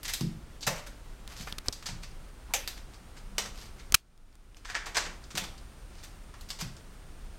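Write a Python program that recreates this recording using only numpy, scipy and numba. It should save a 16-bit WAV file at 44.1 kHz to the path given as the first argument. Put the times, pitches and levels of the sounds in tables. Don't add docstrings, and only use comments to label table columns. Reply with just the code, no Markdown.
import sys
import numpy as np
from scipy import signal
from scipy.fft import rfft, irfft, next_fast_len
from scipy.io import wavfile
from scipy.ndimage import uniform_filter1d
from numba import njit

SR = 44100
rng = np.random.default_rng(int(sys.argv[2]) if len(sys.argv) > 2 else 0)


def generate_wav(signal):
    frames = np.transpose(np.atleast_2d(signal))
    scaled = np.clip(frames, -1, 1) * 32767
    pcm = np.round(scaled).astype(np.int16)
    wavfile.write(sys.argv[1], SR, pcm)


N = 325458
COUNT = 24000
T = np.arange(COUNT) / SR


def undb(db):
    return 10 ** (np.asarray(db) / 20)


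def level(x, db, span=None):
    samples = span * SR if span else len(x)
    return x * undb(db) / np.sqrt(np.sum(x ** 2) / samples)


def fade(t60):
    return np.exp(-np.log(1000) * T / t60)


def along(points, hz):
    f, value = np.transpose(points)
    return np.interp(np.log(np.maximum(hz, 1)), np.log(f), value)


def colour(x, points):
    size = 2 * next_fast_len(len(x))
    freqs = np.arange(size // 2 + 1) * SR / size
    cepstrum = irfft(np.log(undb(along(points, freqs))))
    cepstrum[1:size // 2] *= 2
    cepstrum[size // 2 + 1:] = 0
    return irfft(rfft(x, size) * np.exp(rfft(cepstrum)))[:len(x)]


def resonate(x, hz, width):
    return signal.lfilter(*signal.iirpeak(hz, hz / width, fs=SR), x)


def add(track, s, sound):
    start = int(s * SR)
    track[start:start + len(sound)] += sound[:N - start]


# (frequency [Hz], decay time t60 [s])
ROOM_DECAY = [(200, 0.62), (700, 0.5), (2300, 0.41), (6000, 0.36), (14000, 0.31)]


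def room(early_db, early_t60):
    freqs = np.arange(COUNT // 2 + 1) * SR / COUNT
    noise = rfft(rng.standard_normal(COUNT))
    tail = 0
    for k, (_, t60) in enumerate(ROOM_DECAY):
        share = along([(row[0], j == k) for j, row in enumerate(ROOM_DECAY)], freqs)
        tail = tail + irfft(noise * share) * fade(t60)
    sparse = rng.random(COUNT) < .08
    early = rng.standard_normal(COUNT) * sparse * fade(early_t60)
    arrival = 1 - np.exp(-T / 0.0014)
    return level(tail * arrival, 0) + level(early * arrival, early_db)


# (frequency [Hz], gain [dB])
QUIET_COLOUR = [(12, -31.5), (20, 5), (53, -4), (88, -12), (120, -15.5), (347, -23.5), (472, -26.5),
                (1030, -30), (1330, -29), (1810, -33.5), (6010, -40.5), (8410, -42), (9140, -42),
                (9950, -45), (16000, -51.5)]
QUIET_DB = -45


def rumble_and_hiss():
    waver_db = level(resonate(rng.standard_normal(N), 5, 7.8), 0) * .5
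    noise = colour(rng.standard_normal(N), QUIET_COLOUR)
    return level(noise, QUIET_DB) * undb(waver_db)


# (time [s], mean frequency [Hz], peak level [dB])
WHINE_PATH = [(0, 8830, -76), (1.2, 8830, -75), (1.9, 8890, -71), (4.5, 8890, -71), (5.5, 8940, -69.5),
              (5.9, 8905, -69.5), (7.4, 8915, -69.5)]


def camera_whine():
    times, whine_hz, whine_db = np.transpose(WHINE_PATH)
    t = np.arange(N) / SR
    flutter_hz = 32 * level(uniform_filter1d(rng.standard_normal(N), size=120), 0)
    hz = np.interp(t, times, whine_hz) + flutter_hz
    return undb(np.interp(t, times, whine_db)) * np.sin(2 * np.pi * np.cumsum(hz) / SR)


def low_hum():
    swell = np.hanning(COUNT) * np.sin(2 * np.pi * 199 * T)
    out = np.zeros(N)
    add(out, 3.12, level(swell, -59))
    return out


# (frequency [Hz], gain [dB])
CASE_COLOUR = [(100, -2), (300, -11), (620, -20.5), (1200, 3), (1900, 0), (2800, 2), (3700, -0.5),
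               (4900, 1), (7000, -0.5), (10000, -4.5), (16000, -9.5)]
# (time [s], level [dB], rattle length [s], ring frequency [Hz], ring level [dB])
FINGER_CLICKS = [(1.277, -43.5, 0.00022, 3800, -4), (1.5245, -34.5, 0.0021, 3330, 10),
                 (1.583, -34.5, 0.0048, 3940, 0), (1.6839, -23, 0.001, 3820, 26),
                 (3.9229, -28.5, .0005, 6440, -23), (3.9431, -15.5, 0.0013, 1350, -20.5),
                 (3.9446, 0.5, 0.0076, 2600, -20), (4.177, -53, 0.0011, 4200, -4),
                 (4.327, -56, 0.0027, 4800, -1), (4.354, -50.5, 0.001, 4980, -5),
                 (4.546, -49, 0.00092, 3190, 2.5)]
RELEASE_S, RELEASE_SHARE = 0.00012, 0.062
FLEX_DB, FLEX_LIMIT_DB = -6.5, -26
KNOCK_HZ, KNOCK_DB, KNOCK_T60_S = 169, -5.5, 0.044


def case_flex():
    sway = np.sin(2 * np.pi * 55 * T) * fade(0.022)
    knock = resonate(rng.standard_normal(COUNT) * fade(KNOCK_T60_S), KNOCK_HZ, KNOCK_HZ)
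    return level(sway, 0) + level(knock, KNOCK_DB)


def camera_clicks():
    out = np.zeros(N)
    for s, db, length, hz, ring_db in FINGER_CLICKS:
        release = RELEASE_S + RELEASE_SHARE * length
        contact = np.exp(-np.maximum(T - length, 0) / release) + undb(-15) * fade(0.023)
        rattle = colour(contact * rng.standard_normal(COUNT), CASE_COLOUR)
        ring = resonate(rattle, hz, hz / 3)
        answer = resonate(rng.standard_normal(COUNT) * fade(0.14), 3000, 4500)
        click = level(rattle, 0) + level(ring, ring_db) + level(answer, -25)
        flex_db = min(db + FLEX_DB, FLEX_LIMIT_DB)
        add(out, s, level(click, db, span=1 / 200) + level(case_flex(), flex_db, span=1 / 100))
    return out


# (mean frequency [Hz], level [dB], decay time t60 [s])
BOARD_MODES = [(111, -32, 0.14), (138.2, -6, 0.37), (170.6, 5.5, 0.18), (207, 2, 0.176), (246, 0, 0.087),
               (315, -5.5, 0.37), (333.3, -4.5, 0.16)]
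# (time [s], level [dB], contact time [s])
FLOOR_THUMPS = [(.211, -31, 0.0019), (.232, -33.5, 0.0024), (.25, -39, 0.0011), (.284, -49, 0.0018),
                (0.672, -36.5, 0.0046), (1.401, -46.5, 0.0034), (1.889, -46, 0.004), (1.925, -43.5, 0.0058),
                (5.054, -52, 0.0009), (5.345, -44.5, 0.0012), (5.42, -47.5, 0.0018), (6.622, -39.5, 0.0035),
                (6.647, -43, 0.0056)]


def floorboards():
    out = np.zeros(N)
    radiation = signal.butter(2, 110, "high", fs=SR, output="sos")
    for s, db, contact in FLOOR_THUMPS:
        push = np.sin(np.pi * np.minimum(T / contact, 1))
        ring = 0
        for mean_hz, mode_db, t60 in BOARD_MODES:
            hz = mean_hz * (1 + 0.032 * rng.standard_normal())
            ring = ring + undb(mode_db) * fade(t60) * np.sin(2 * np.pi * hz * T)
        blow = signal.sosfilt(radiation, signal.fftconvolve(push, ring)[:COUNT])
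        echo = signal.fftconvolve(blow, room(early_db=4.5, early_t60=0.27))[:COUNT]
        add(out, s, level(level(blow, 0) + level(echo, -2), db, span=1 / 20))
    return out


def fractures(length, per_s, scatter_db):
    count = 6 + int(per_s * length)
    place = rng.random(count)
    size = undb(scatter_db * np.minimum(rng.exponential(size=count), 3.5))
    swell = .3 + np.sin(np.pi * place)
    energy = np.zeros(COUNT)
    np.add.at(energy, (place * length * SR).astype(int), (size * swell) ** 2)
    snaps = np.sqrt(signal.lfilter([1], [1, -np.exp(-1 / (0.00017 * SR))], energy + 1e-18))
    rub = np.minimum(T / length, 1) * np.exp(-np.maximum(T - length, 0) / 0.0036)
    return np.hypot(level(snaps, 0), level(rub, -8.5))


# (frequency [Hz], gain [dB])
FRACTURE_COLOUR = [(150, -25), (300, -9), (500, -4.5), (800, -0.5), (1150, -0.5), (2000, 0.5), (3500, -2),
                   (6000, -2.5), (8000, -6), (10000, -16.5), (12500, -15), (16000, -28)]


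def crunch(paths, db, length, body_db, air_db, ring_hz, ring_db):
    strength = fractures(length, per_s=1200, scatter_db=5.5)
    reflected = 0
    for path in paths:
        crackle = strength * rng.standard_normal(COUNT)
        reflected = reflected + signal.fftconvolve(crackle, path)[:COUNT]
    direct = strength * rng.standard_normal(COUNT)
    sound = level(reflected, 0) + level(direct, -2.5)
    sound = sound + (undb(ring_db) - 1) * resonate(sound, ring_hz, ring_hz / 4.7)
    sound = level(colour(sound, FRACTURE_COLOUR), db, span=1 / 20)
    return colour(sound, [(800, body_db), (2000, body_db), (3800, 0.0037), (7500, 0.0018), (12000, air_db)])


# (frequency [Hz], filter width [Hz], level [dB], decay time t60 [s])
SHEET_MODES = [(528, 84, -5, 0.25), (806, 170, -2, 0.12), (2400, 530, -4, 0.15), (6050, 760, 2, 0.21),
               (7160, 1400, 4.5, 0.1)]


def sheet_ring(db):
    ring = 0
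    for hz, width, mode_db, t60 in SHEET_MODES:
        burst = rng.standard_normal(COUNT) * fade(t60)
        band = resonate(resonate(burst, hz, width), hz, width)
        ring = ring + level(band, mode_db)
    return level(ring, db, span=1 / 20)


# (time [s], level [dB], length [s], body [dB], air [dB])
EDGE_BITES = [(0.03, -48, 0.0052, -4, 13.5), (0.208, -42.5, 0.0035, -3.5, 4), (0.608, -49, 0.016, -13, 3),
              (0.623, -40, 0.016, -10.5, -12), (1.269, -50, 0.09, 2.5, 5), (1.357, -42.5, 0.079, -4.5, 3),
              (1.445, -52, 0.07, -1, 11), (1.643, -54, 0.046, 4.5, 11), (1.725, -41.5, 0.0044, -13, 1),
              (1.858, -37.5, 0.014, -5.5, -2), (1.883, -45, 0.015, 1, -6), (2.023, -47.5, 0.022, -1, 0),
              (2.675, -37.5, 0.0023, -5, 9), (2.769, -53.5, 0.015, 0.5, 0), (2.929, -56, 0.025, -5, -6),
              (3.163, -55, 0.021, 1, -3), (3.454, -47, 0.015, 1.5, 0), (3.536, -47, 0.13, -1.5, 3.5),
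              (4.565, -52, 0.0062, -4, 1), (5.238, -56, 0.0056, -17, -19), (5.35, -41, 0.009, -1.5, 2),
              (5.433, -45.5, 0.011, 0, 1), (5.577, -57, 0.006, -7, -1), (5.933, -56, 0.09, -2, -2),
              (6.409, -53.5, 0.0056, -9, 7), (6.486, -51, 0.013, -5, 7), (6.501, -38.5, 0.007, -7.5, -2),
              (6.586, -47, 0.014, -3, 1), (6.601, -38, 0.018, -2.5, 2), (6.764, -57, 0.0043, -14, -3)]
BITE_HZ, BITE_RING_DB = 4740, 3
# (time [s], level [dB], length [s], body [dB], air [dB], rasp frequency [Hz], rasp gain [dB])
SCRAP_TUGS = [(0.046, -35.5, 0.014, -10.5, -1, 1920, 11), (0.076, -32, 0.029, -9.5, 5, 1950, 12),
              (0.129, -30, 0.013, -15, 7.5, 1940, 10.5), (0.75, -47, 0.051, 2, 1, 600, 5),
              (0.863, -48.5, 0.011, -2.5, 5, 1560, 9.5), (1.47, -51.5, 0.0092, 10.5, -3, 1510, 0),
              (1.824, -52, 0.0073, -0.5, 2, 1300, 8), (2.483, -61, 0.033, 8.5, -10, 940, 26),
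              (3.783, -54, 0.028, -0.5, -4, 2190, 6), (4.646, -41.5, 0.014, -1, -6, 1680, 4),
              (4.671, -35, 0.05, -2, -4, 1660, 13.5), (4.745, -30, 0.022, 1.5, -13, 1780, 8.5),
              (4.853, -40, 0.026, 1, -2, 1030, 6), (4.945, -26, 0.04, -0.5, -6, 1520, 4),
              (5.049, -45.5, 0.021, 6, -14, 443, 6), (5.302, -49, 0.017, -2.5, -3, 1190, 6),
              (6.028, -48, 0.022, -6, 5, 1850, 6.5), (6.338, -58.5, 0.0074, 6, -6, 1070, 7)]
# (time [s], level [dB], length [s], body [dB], air [dB],
# strongest ring frequency [Hz], ring gain [dB], level of all sheet modes [dB])
SCRAP_SNAPS = [(0.666, -29, 0.012, 0.5, 4.5, 550, 11, -40), (2.537, -30, 0.0024, -3, 9, 2400, 7.5, -32.5),
               (3.381, -29.5, 0.0031, -3, 0, 505, 10.5, -55), (5.373, -32, 0.009, -2, 4.5, 3380, 5, -50)]


def scrap():
    out = np.zeros(N)
    paths = [room(early_db=1, early_t60=.085) for _ in range(4)]
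    for s, db, length, body_db, air_db in EDGE_BITES:
        add(out, s, crunch(paths, db, length, body_db, air_db, BITE_HZ, BITE_RING_DB))
    for s, db, length, body_db, air_db, rasp_hz, rasp_db in SCRAP_TUGS:
        add(out, s, crunch(paths, db, length, body_db, air_db, rasp_hz, rasp_db))
    for s, db, length, body_db, air_db, ring_hz, ring_db, modes_db in SCRAP_SNAPS:
        snap = crunch(paths, db, length, body_db, air_db, ring_hz, ring_db)
        add(out, s, snap + sheet_ring(modes_db))
    return out


def scene():
    background = rumble_and_hiss() + camera_whine() + low_hum()
    return (background + camera_clicks() + floorboards() + scrap())[None]


@njit
def gain_control(power, limit_db, attack_s, recover_db_per_s):
    cut, out = 0., np.empty(len(power))
    for i in range(len(power)):
        excess = 10 * np.log10(power[i] + 1e-12) - limit_db
        if excess > cut:
            cut += (excess - cut) / (attack_s * SR)
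        else:
            cut = max(cut - recover_db_per_s / SR, 0.)
        out[i] = -cut
    return out


def record(dry):
    power = np.abs(uniform_filter1d(dry[0] ** 2, size=44))
    gain_db = gain_control(power, limit_db=-18.5, attack_s=0.0036, recover_db_per_s=14.0)
    ceiling = .8
    sound = ceiling * np.tanh(dry * undb(gain_db) / ceiling)
    treble_cut = signal.ellip(8, .2, 70, 16100, fs=SR, output="sos")
    return signal.sosfilt(treble_cut, sound)


dry = scene()
out = record(dry)
generate_wav(out)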